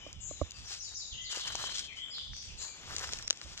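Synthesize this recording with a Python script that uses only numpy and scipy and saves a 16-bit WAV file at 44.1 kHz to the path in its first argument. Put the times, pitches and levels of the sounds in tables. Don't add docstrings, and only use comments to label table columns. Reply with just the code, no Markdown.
import sys
import numpy as np
from scipy import signal
from scipy.fft import rfft, irfft
from scipy.io import wavfile

SR = 44100
rng = np.random.default_rng(int(sys.argv[2]) if len(sys.argv) > 2 else 0)


def wrap_up_sound(samples):
    columns = np.atleast_2d(samples).T
    tamed = np.clip(columns, -1, 1)
    steps = np.round(tamed * 32767).astype(np.int16)
    wavfile.write(sys.argv[1], SR, steps)


N = 158760
PORT_LAG_S = 0.00011


def amp(db):
    return 10 ** (np.asarray(db) / 20)


def rms_one(x):
    return x / np.sqrt(np.mean(x ** 2) + 1e-20)


def in_time(rows):
    s, *columns = np.transpose(rows)
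    times = np.arange(N) / SR
    return [np.interp(times, s, column) for column in columns]


def colour(x, spectrum, share=1.0, size=8192):
    hz, db = np.transpose(spectrum)
    grid = np.arange(size // 2 + 1) * SR / size + 1
    log_gain = share * np.interp(np.log(grid), np.log(hz), db) * np.log(10) / 20
    cepstrum = irfft(log_gain)
    cepstrum[1:size // 2] *= 2
    cepstrum[size // 2 + 1:] = 0
    impulse = irfft(np.exp(rfft(cepstrum)))
    return signal.fftconvolve(np.atleast_2d(x), impulse[None], axes=1)[:, :N]


def lagged(x, lag_s):
    hz = np.arange(len(x) // 2 + 1) * SR / len(x)
    turn = np.exp(-1j * np.pi * hz * lag_s * np.array([[1], [-1]]))
    return irfft(rfft(x) * turn, len(x))


def drift(rate):
    r = np.exp(-2 * np.pi * rate / SR)
    noise = rng.standard_normal(N + SR)
    return rms_one(signal.lfilter([1], [1, -2 * r, r * r], noise)[SR:])


def add(out, s, sound):
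    i = int(max(s, 0) * SR)
    out[..., i:i + sound.shape[-1]] += sound[..., :N - i]


def fading(t60, count):
    return amp(-60 * np.arange(count) / SR / t60)


# t/s, level/dB
HUSH_LEVEL = [(0, -58.5), (.2, -58), (.5, -60.5), (1.0, -61.5), (1.9, -57.5), (2.1, -60.5), (2.5, -56),
              (3.0, -58.5), (3.6, -58.5)]
# f/Hz, level/dB (per Hz)
HUSH_TONE = [(60, -30), (100, -4.5), (300, -11), (700, -13), (1600, -17.5), (2400, -12.5), (3600, -8),
             (4400, -23.5), (5200, -12), (7000, -19.5), (8200, -35), (9500, -51), (12000, -58),
             (14400, -37), (16000, -58)]
HUSH_WAVER_DB, HUSH_WAVER_RATE_HZ = 3.1, 3


def hush():
    white = rng.standard_normal((3, N))
    mixed = 1.01 * lagged(white[0], -PORT_LAG_S) + 0.56 * white[1:]
    level_db = in_time(HUSH_LEVEL)[0] + HUSH_WAVER_DB * drift(HUSH_WAVER_RATE_HZ)
    return amp(level_db) * rms_one(colour(mixed, HUSH_TONE))


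# t/s, level/dB
WIND_LEVEL = [(0.0, -59), (0.13, -56), (0.17, -48.5), (0.38, -57), (0.42, -56), (0.44, -48), (0.47, -60),
              (0.53, -61.5), (0.63, -45.5), (0.67, -59.5), (1.11, -62), (1.13, -48.5), (1.36, -68),
              (1.5, -52), (2.19, -68), (2.31, -46), (2.4, -62), (2.52, -48), (2.76, -71), (2.9, -52),
              (3.25, -53.5), (3.42, -74), (3.45, -49.5), (3.6, -60.5)]
# f/Hz, level/dB (per Hz)
WIND_TONE = [(15, -10.5), (30, 2.5), (70, 6), (130, -3), (250, -16.5), (600, -74)]


def wind():
    white = rng.standard_normal((3, N))
    mixed = white[0] + 0.82 * white[1:]
    return amp(in_time(WIND_LEVEL)[0]) * rms_one(colour(mixed, WIND_TONE))


# t/s, level/dB, level/dB of the thump relative to that
HAND_KNOCKS = [(0.063, -35, -16), (0.309, -32, -13), (0.413, -17.5, -4), (3.456, -47, 4)]
# f/Hz, level/dB, time to fall 60 dB t/s
CASE_TONES = [(165, -9.5, 0.037), (293, -2, 0.036), (582, 11.5, 0.019), (1140, 3, 0.016), (2180, -10, .01)]
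THUMP_HZ, THUMP_T60_S, THUMP_PHASE_S = 75, 0.11, 0.0052
KNOCK_LEFT_DB, KNOCK_RISE_S = -8, 0.0032


def knocks():
    out, t = np.zeros((2, N)), np.arange(6000) / SR
    ring = np.zeros(len(t))
    for hz, db, t60 in CASE_TONES:
        ring += amp(db) * np.sin(2 * np.pi * hz * t) * fading(t60, len(t))
    thump = np.sin(2 * np.pi * THUMP_HZ * (t - THUMP_PHASE_S)) * fading(THUMP_T60_S, len(t))
    rise = 1 - np.exp(-(t / KNOCK_RISE_S) ** 3)
    for s, db, thump_db in HAND_KNOCKS:
        sides = amp(db + np.array([[KNOCK_LEFT_DB], [0]]))
        add(out, s, sides * (ring + amp(thump_db) * thump) * rise)
    return out


# t/s, level/dB before rise and fade, f/Hz
LITTER_POPS = [(1.001, -44, 1710), (1.373, -30, 530), (1.48, -28, 1610), (1.552, -20, 850),
               (1.596, -28, 1480), (1.606, -35, 1060), (1.64, -18, 1030), (1.695, -22, 1670),
               (2.182, -28.5, 1400), (2.334, -26.5, 1760), (2.945, -35.5, 335), (3.091, -20.5, 1400),
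               (3.132, -32, 520)]
POP_CYCLES, POP_RISE_S = 4.8, 0.00041


def pops():
    out, t = np.zeros((2, N)), np.arange(6000) / SR
    rise = 1 - np.exp(-t / POP_RISE_S)
    for s, db, hz in LITTER_POPS:
        tone = np.sin(2 * np.pi * hz * t) * fading(POP_CYCLES / hz, len(t))
        add(out, s, amp(db) * tone * rise)
    return out


GRAIN_SPREAD_DB, CLUMP_DB, CLUMP_RATE_HZ = 3.5, 3.5, 17


def grains(rate, spectrum, own):
    size_db = GRAIN_SPREAD_DB * np.minimum(rng.exponential(1, (3, N)), 5)
    sizes = amp(size_db) * rng.choice([-1, 1], (3, N))
    happens = rng.random((3, N)) < rate / SR
    clicks = sizes * happens * amp(CLUMP_DB * drift(CLUMP_RATE_HZ))
    shared = lagged(clicks[0], -PORT_LAG_S)
    mixed = np.sqrt(1 - own) * shared + np.sqrt(own) * clicks[1:]
    return rms_one(colour(mixed, spectrum))


# t/s, crisp leaf level/dB, dull litter level/dB
RUSTLE_LEVELS = [(0, -102, -83), (.3, -82, -78), (.5, -86.5, -78.5), (.62, -78.5, -75), (.72, -65.5, -61.5),
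                 (.8, -77.5, -76.5), (.95, -81, -79.5), (1.27, -101, -79), (1.32, -59, -66.5),
                 (1.39, -71.5, -50.5), (1.43, -74, -65), (1.48, -65, -50), (1.53, -72, -64),
                 (1.62, -66.5, -52.5), (1.72, -70, -67), (1.8, -59, -68.5), (1.85, -72.5, -76),
                 (1.9, -86, -81), (2.2, -84.5, -75.5), (2.47, -75, -87), (2.57, -78, -80),
                 (2.64, -67, -56.5), (2.72, -84, -66.5), (2.8, -94, -71), (2.9, -74.5, -58.5),
                 (3.0, -67.5, -62), (3.1, -71, -57.5), (3.17, -70, -65), (3.27, -84, -74.5),
                 (3.4, -76.5, -73), (3.6, -73.5, -67.5)]
# f/Hz, level/dB (per Hz)
LEAF_TONE = [(880, -23), (1500, -9), (2140, -10.5), (3180, -2.5), (4640, 0.5), (5490, -1), (7030, -6),
             (12100, -39.5), (14500, -33), (16000, -63)]
# f/Hz, level/dB (per Hz)
LITTER_TONE = [(200, -37.5), (350, -7.5), (600, -7.5), (1200, -0.5), (1800, -0.5), (3000, -29.5),
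               (6000, -29)]
LEAF_BOOST_DB, LITTER_BOOST_DB = 24, 8.5
LEAF_GRAINS_PER_S, LITTER_GRAINS_PER_S = 4000, 1500
LEAF_OWN_SHARE, LITTER_OWN_SHARE = 0.29, 0.05


def rustle():
    leaf_db, litter_db = in_time(RUSTLE_LEVELS)
    leaves = grains(LEAF_GRAINS_PER_S, LEAF_TONE, LEAF_OWN_SHARE)
    litter = grains(LITTER_GRAINS_PER_S, LITTER_TONE, LITTER_OWN_SHARE)
    return amp(leaf_db + LEAF_BOOST_DB) * leaves + amp(litter_db + LITTER_BOOST_DB) * litter


# t/s, level/dB, level/dB of the dull part relative to that
LEAF_SNAPS = [(0.0756, -41, -12), (0.1293, -30, -28), (0.5084, -27, -33), (0.5186, -30.5, -6),
              (0.5864, -39, -15), (0.8914, -33, -37), (1.4785, -24, -4), (1.5542, -17, -22),
              (1.6147, -42, -8.0), (1.6945, -41, -8.0), (1.7564, -27, -10), (2.184, -34, -5),
              (2.3659, -31.5, -4), (2.627, -25.5, -33), (2.9645, -16.5, -9.5), (2.9834, -22.5, -2),
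              (2.9941, -25, -15), (3.0914, -29.5, -15), (3.1343, -19.5, -5), (3.1874, -27, -8.0),
              (3.2253, -24, -27), (3.275, -34, -14), (3.2785, -17, -6), (3.3011, -16.5, -5.5),
              (3.3065, -9.5, 2), (3.3283, -32.5, 7), (3.373, -34, 0), (3.4147, -33.5, 8.5),
              (3.5766, -31, 4)]
# f/Hz, level/dB (per Hz)
SNAP_TONE = [(150, -27), (250, -13), (597, -8.5), (906, -21), (1450, -7.5), (3400, -1), (4340, 2),
             (7190, -2), (8400, -22), (14200, -33.5), (16000, -36)]
SNAP_SPLIT_HZ = 4000
SPLINTER_DB, SPLINTER_T60_S = -15, 0.0064
SNAP_TAIL_DB, SNAP_TAIL_T60_S = -46, 0.056
TURN_S = 2.9


def snaps():
    bright, dull = np.zeros((2, N)), np.zeros((2, N))
    noise = rng.standard_normal((len(LEAF_SNAPS), 2048))
    splinters = amp(SPLINTER_DB) * fading(SPLINTER_T60_S, 2048)
    tail = amp(SNAP_TAIL_DB) * fading(SNAP_TAIL_T60_S, 2048)
    click_peak = abs(colour(np.eye(1, 64), SNAP_TONE)).max()
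    for (s, db, dull_db), burst in zip(LEAF_SNAPS, noise):
        burst = burst * (splinters + tail)
        burst[0] = -1
        lag_s = PORT_LAG_S * np.sign(s - TURN_S)
        pair = lagged(np.roll(burst, 16), lag_s) / click_peak
        add(bright, s, amp(db) * pair)
        add(dull, s, amp(db + dull_db) * pair)
    high = signal.butter(2, SNAP_SPLIT_HZ, "high", fs=SR, output="sos")
    low = signal.butter(2, SNAP_SPLIT_HZ, "low", fs=SR, output="sos")
    return colour(signal.sosfilt(high, bright) - signal.sosfilt(low, dull), SNAP_TONE)


# t/s, length t/s, start f/Hz, end f/Hz, warble depth f/Hz,
# level/dB before echoes, left minus right level/dB
BIRD_NOTES = [(0, 0.058, 3050, 3050, 30, -51.5, 5.5), (0, 0.092, 2450, 2418, 20, -61.5, -11),
              (0.067, 0.056, 3550, 2900, 30, -60, -4), (.13, 0.069, 3520, 3450, 30, -64, 7),
              (0, 0.16, 5000, 5300, 120, -70, -6), (.155, 0.063, 2950, 2800, 30, -61.5, 10),
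              (0.201, 0.089, 7300, 6600, 500, -43.5, 2.5), (0.274, 0.078, 4000, 4050, 40, -53.5, 1.5),
              (.355, 0.023, 4180, 3650, 30, -48, 0), (0.373, 0.1, 3590, 3550, 30, -61.5, 7),
              (0.467, .06, 2433, 3150, 30, -59, -1), (0.527, 0.049, 2766, 2630, 46, -58.5, 3),
              (0.538, 0.024, 4850, 4730, 40, -47, 7), (.565, 0.013, 5200, 4170, 46, -57, 5),
              (0.649, 0.033, 6500, 4900, 30, -43.5, 1), (0.701, 0.034, 4850, 3900, 40, -47, 4),
              (0.787, 0.036, 6600, 5100, 17, -39.5, -1), (0.821, .011, 5700, 7300, 40, -42, 8),
              (0.837, 0.028, 4800, 4500, 40, -42, 0), (0.864, 0.026, 4300, 3700, 28, -43.5, 4),
              (0.943, 0.026, 6900, 5000, 40, -35.5, -2), (0.967, .011, 5970, 7300, 31, -41, 6.5),
              (0.985, 0.029, 4750, 4600, 43, -40.5, 1), (1.007, 0.0256, 4400, 3700, 29, -38.5, 3),
              (1.051, .014, 6200, 7200, 37, -45, 3), (1.103, .045, 4500, 2700, 80, -40, -1.5),
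              (1.11, 0.055, 1900, 1900, 19.3, -64, -6), (1.125, 0.011, 5800, 7000, 40, -46.5, 4),
              (1.15, 0.2, 2000, 2020, 20, -52.5, -2.5), (1.164, 0.042, 2800, 3300, 93, -39.5, 0.5),
              (1.212, .011, 5550, 7200, 40, -43.5, 8), (1.24, 0.043, 5200, 3490, 100, -38.5, 2.5),
              (1.283, 0.061, 3400, 2800, 44, -40, -1), (1.291, 0.011, 6300, 7300, 40, -45, 6),
              (1.388, 0.046, 4900, 3000, 140, -37, 0.5), (1.431, .07, 2950, 3200, 120, -40, 0),
              (1.546, 0.029, 5500, 4000, 29, -47, 0), (1.565, 0.14, 4194, 3850, 260, -44, 4),
              (1.436, 0.1, 4300, 3875, 150, -46, 5), (1.58, 0.12, 3200, 3100, 180, -40.5, 0),
              (1.689, 0.055, 4150, 4250, 60, -44, 6), (1.734, 0.0418, 3700, 3200, 33, -41.5, 6),
              (1.8, .05, 3150, 3200, 56, -45.5, 5.5), (1.874, .06, 2750, 2005, 130, -47.5, 3),
              (1.948, 0.057, 1980, 2050, 30, -53.5, -7), (1.956, 0.1, 2950, 3400, 120, -40.5, 5),
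              (1.994, 0.056, 7500, 7600, 40, -63, 5), (2.06, 0.08, 7400, 7100, 60, -60.5, 2),
              (2.104, 0.029, 4800, 5000, 74, -40.5, 2), (2.127, 0.024, 5400, 3900, 160, -36.5, 1),
              (2.148, 0.055, 4233, 3100, 260, -38, -1), (2.197, 0.073, 3300, 3650, 130, -44.5, 2.5),
              (2.316, 0.11, 5200, 5300, 850, -43.5, -0.5), (2.47, 0.037, 3600, 2500, 160, -50, -7),
              (2.57, 0.088, 4100, 4400, 290, -43.5, 2.5), (2.577, 0.073, 7200, 6700, 490, -43, 2),
              (2.437, 0.023, 7500, 7500, 40, -72, 6), (2.64, .1, 2404, 2350, 40, -59.5, -5),
              (2.838, 0.047, 3350, 3350, 40, -67, 3), (2.946, 0.09, 4300, 4100, 200, -75, 3),
              (3.0, .16, 5450, 5500, 100, -52, -9), (3.2, 0.057, 5500, 5450, 60, -49.5, -10)]
GLIDE_BEND = 1.7
WARBLE_PER_S, WAVER_HZ, WAVER_RATE_HZ = 140, 35.3, 61.8
NOTE_EDGE = 0.24


def whistles():
    out = np.zeros((2, N))
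    phases = rng.uniform(0, 2 * np.pi, len(BIRD_NOTES))
    waver = WAVER_HZ * drift(WAVER_RATE_HZ)
    for (s, length, from_hz, to_hz, warble_hz, db, pan_db), phase in zip(BIRD_NOTES, phases):
        u = np.arange(int(length * SR)) / (length * SR)
        glide = to_hz + (from_hz - to_hz) * (1 - u) ** GLIDE_BEND
        warble = warble_hz * np.sin(2 * np.pi * WARBLE_PER_S * length * u + phase)
        hz = glide + warble + waver[int(s * SR):][:len(u)]
        edge = np.sin(np.pi / 2 * np.clip(np.minimum(u, 1 - u) / NOTE_EDGE, 0, 1))
        sides = amp(db + pan_db * np.array([[0.5], [-0.5]]))
        add(out, s, sides * edge * np.sin(2 * np.pi * np.cumsum(hz) / SR))
    return out


TRUNKS_T60_S, TRUNKS_BUILD_S = 0.74, 0.006
NEAR_TRUNKS_T60_S, NEAR_TRUNKS_DB = 0.071, 1


def trunk_echo():
    far = fading(TRUNKS_T60_S, SR)
    near = amp(NEAR_TRUNKS_DB) * fading(NEAR_TRUNKS_T60_S, SR)
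    build = 1 - np.exp(-np.arange(SR) / SR / TRUNKS_BUILD_S)
    echo = rng.standard_normal((2, SR)) * (far + near) * build
    return echo / np.sqrt((echo ** 2).sum(axis=1, keepdims=True))


DIRECT_DB = -7


def birds():
    notes = whistles()
    late = int(round(PORT_LAG_S * SR))
    direct = np.array([notes[0], np.roll(notes[1], late)])
    echoes = signal.fftconvolve(notes, trunk_echo(), axes=1)[:, :N]
    return amp(DIRECT_DB) * direct + echoes


def scene():
    return birds() + rustle() + snaps() + pops() + knocks() + wind() + hush()


# f/Hz, level/dB
PORT_CONTRAST = [(60, -9), (110, -7.0), (200, -3.5), (380, 0), (700, 0), (1290, 1.0), (2380, 7), (4400, -1),
                 (8120, 16.5), (15000, -11)]
CUTOFF_HZ = 16500


def record(dry):
    left = colour(dry[0], PORT_CONTRAST, 0.58)
    right = colour(dry[1], PORT_CONTRAST, -0.35)
    top_cut = signal.cheby2(12, 70, CUTOFF_HZ, fs=SR, output="sos")
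    return signal.sosfilt(top_cut, np.vstack([left, right]))


dry = scene()
out = record(dry)
wrap_up_sound(out)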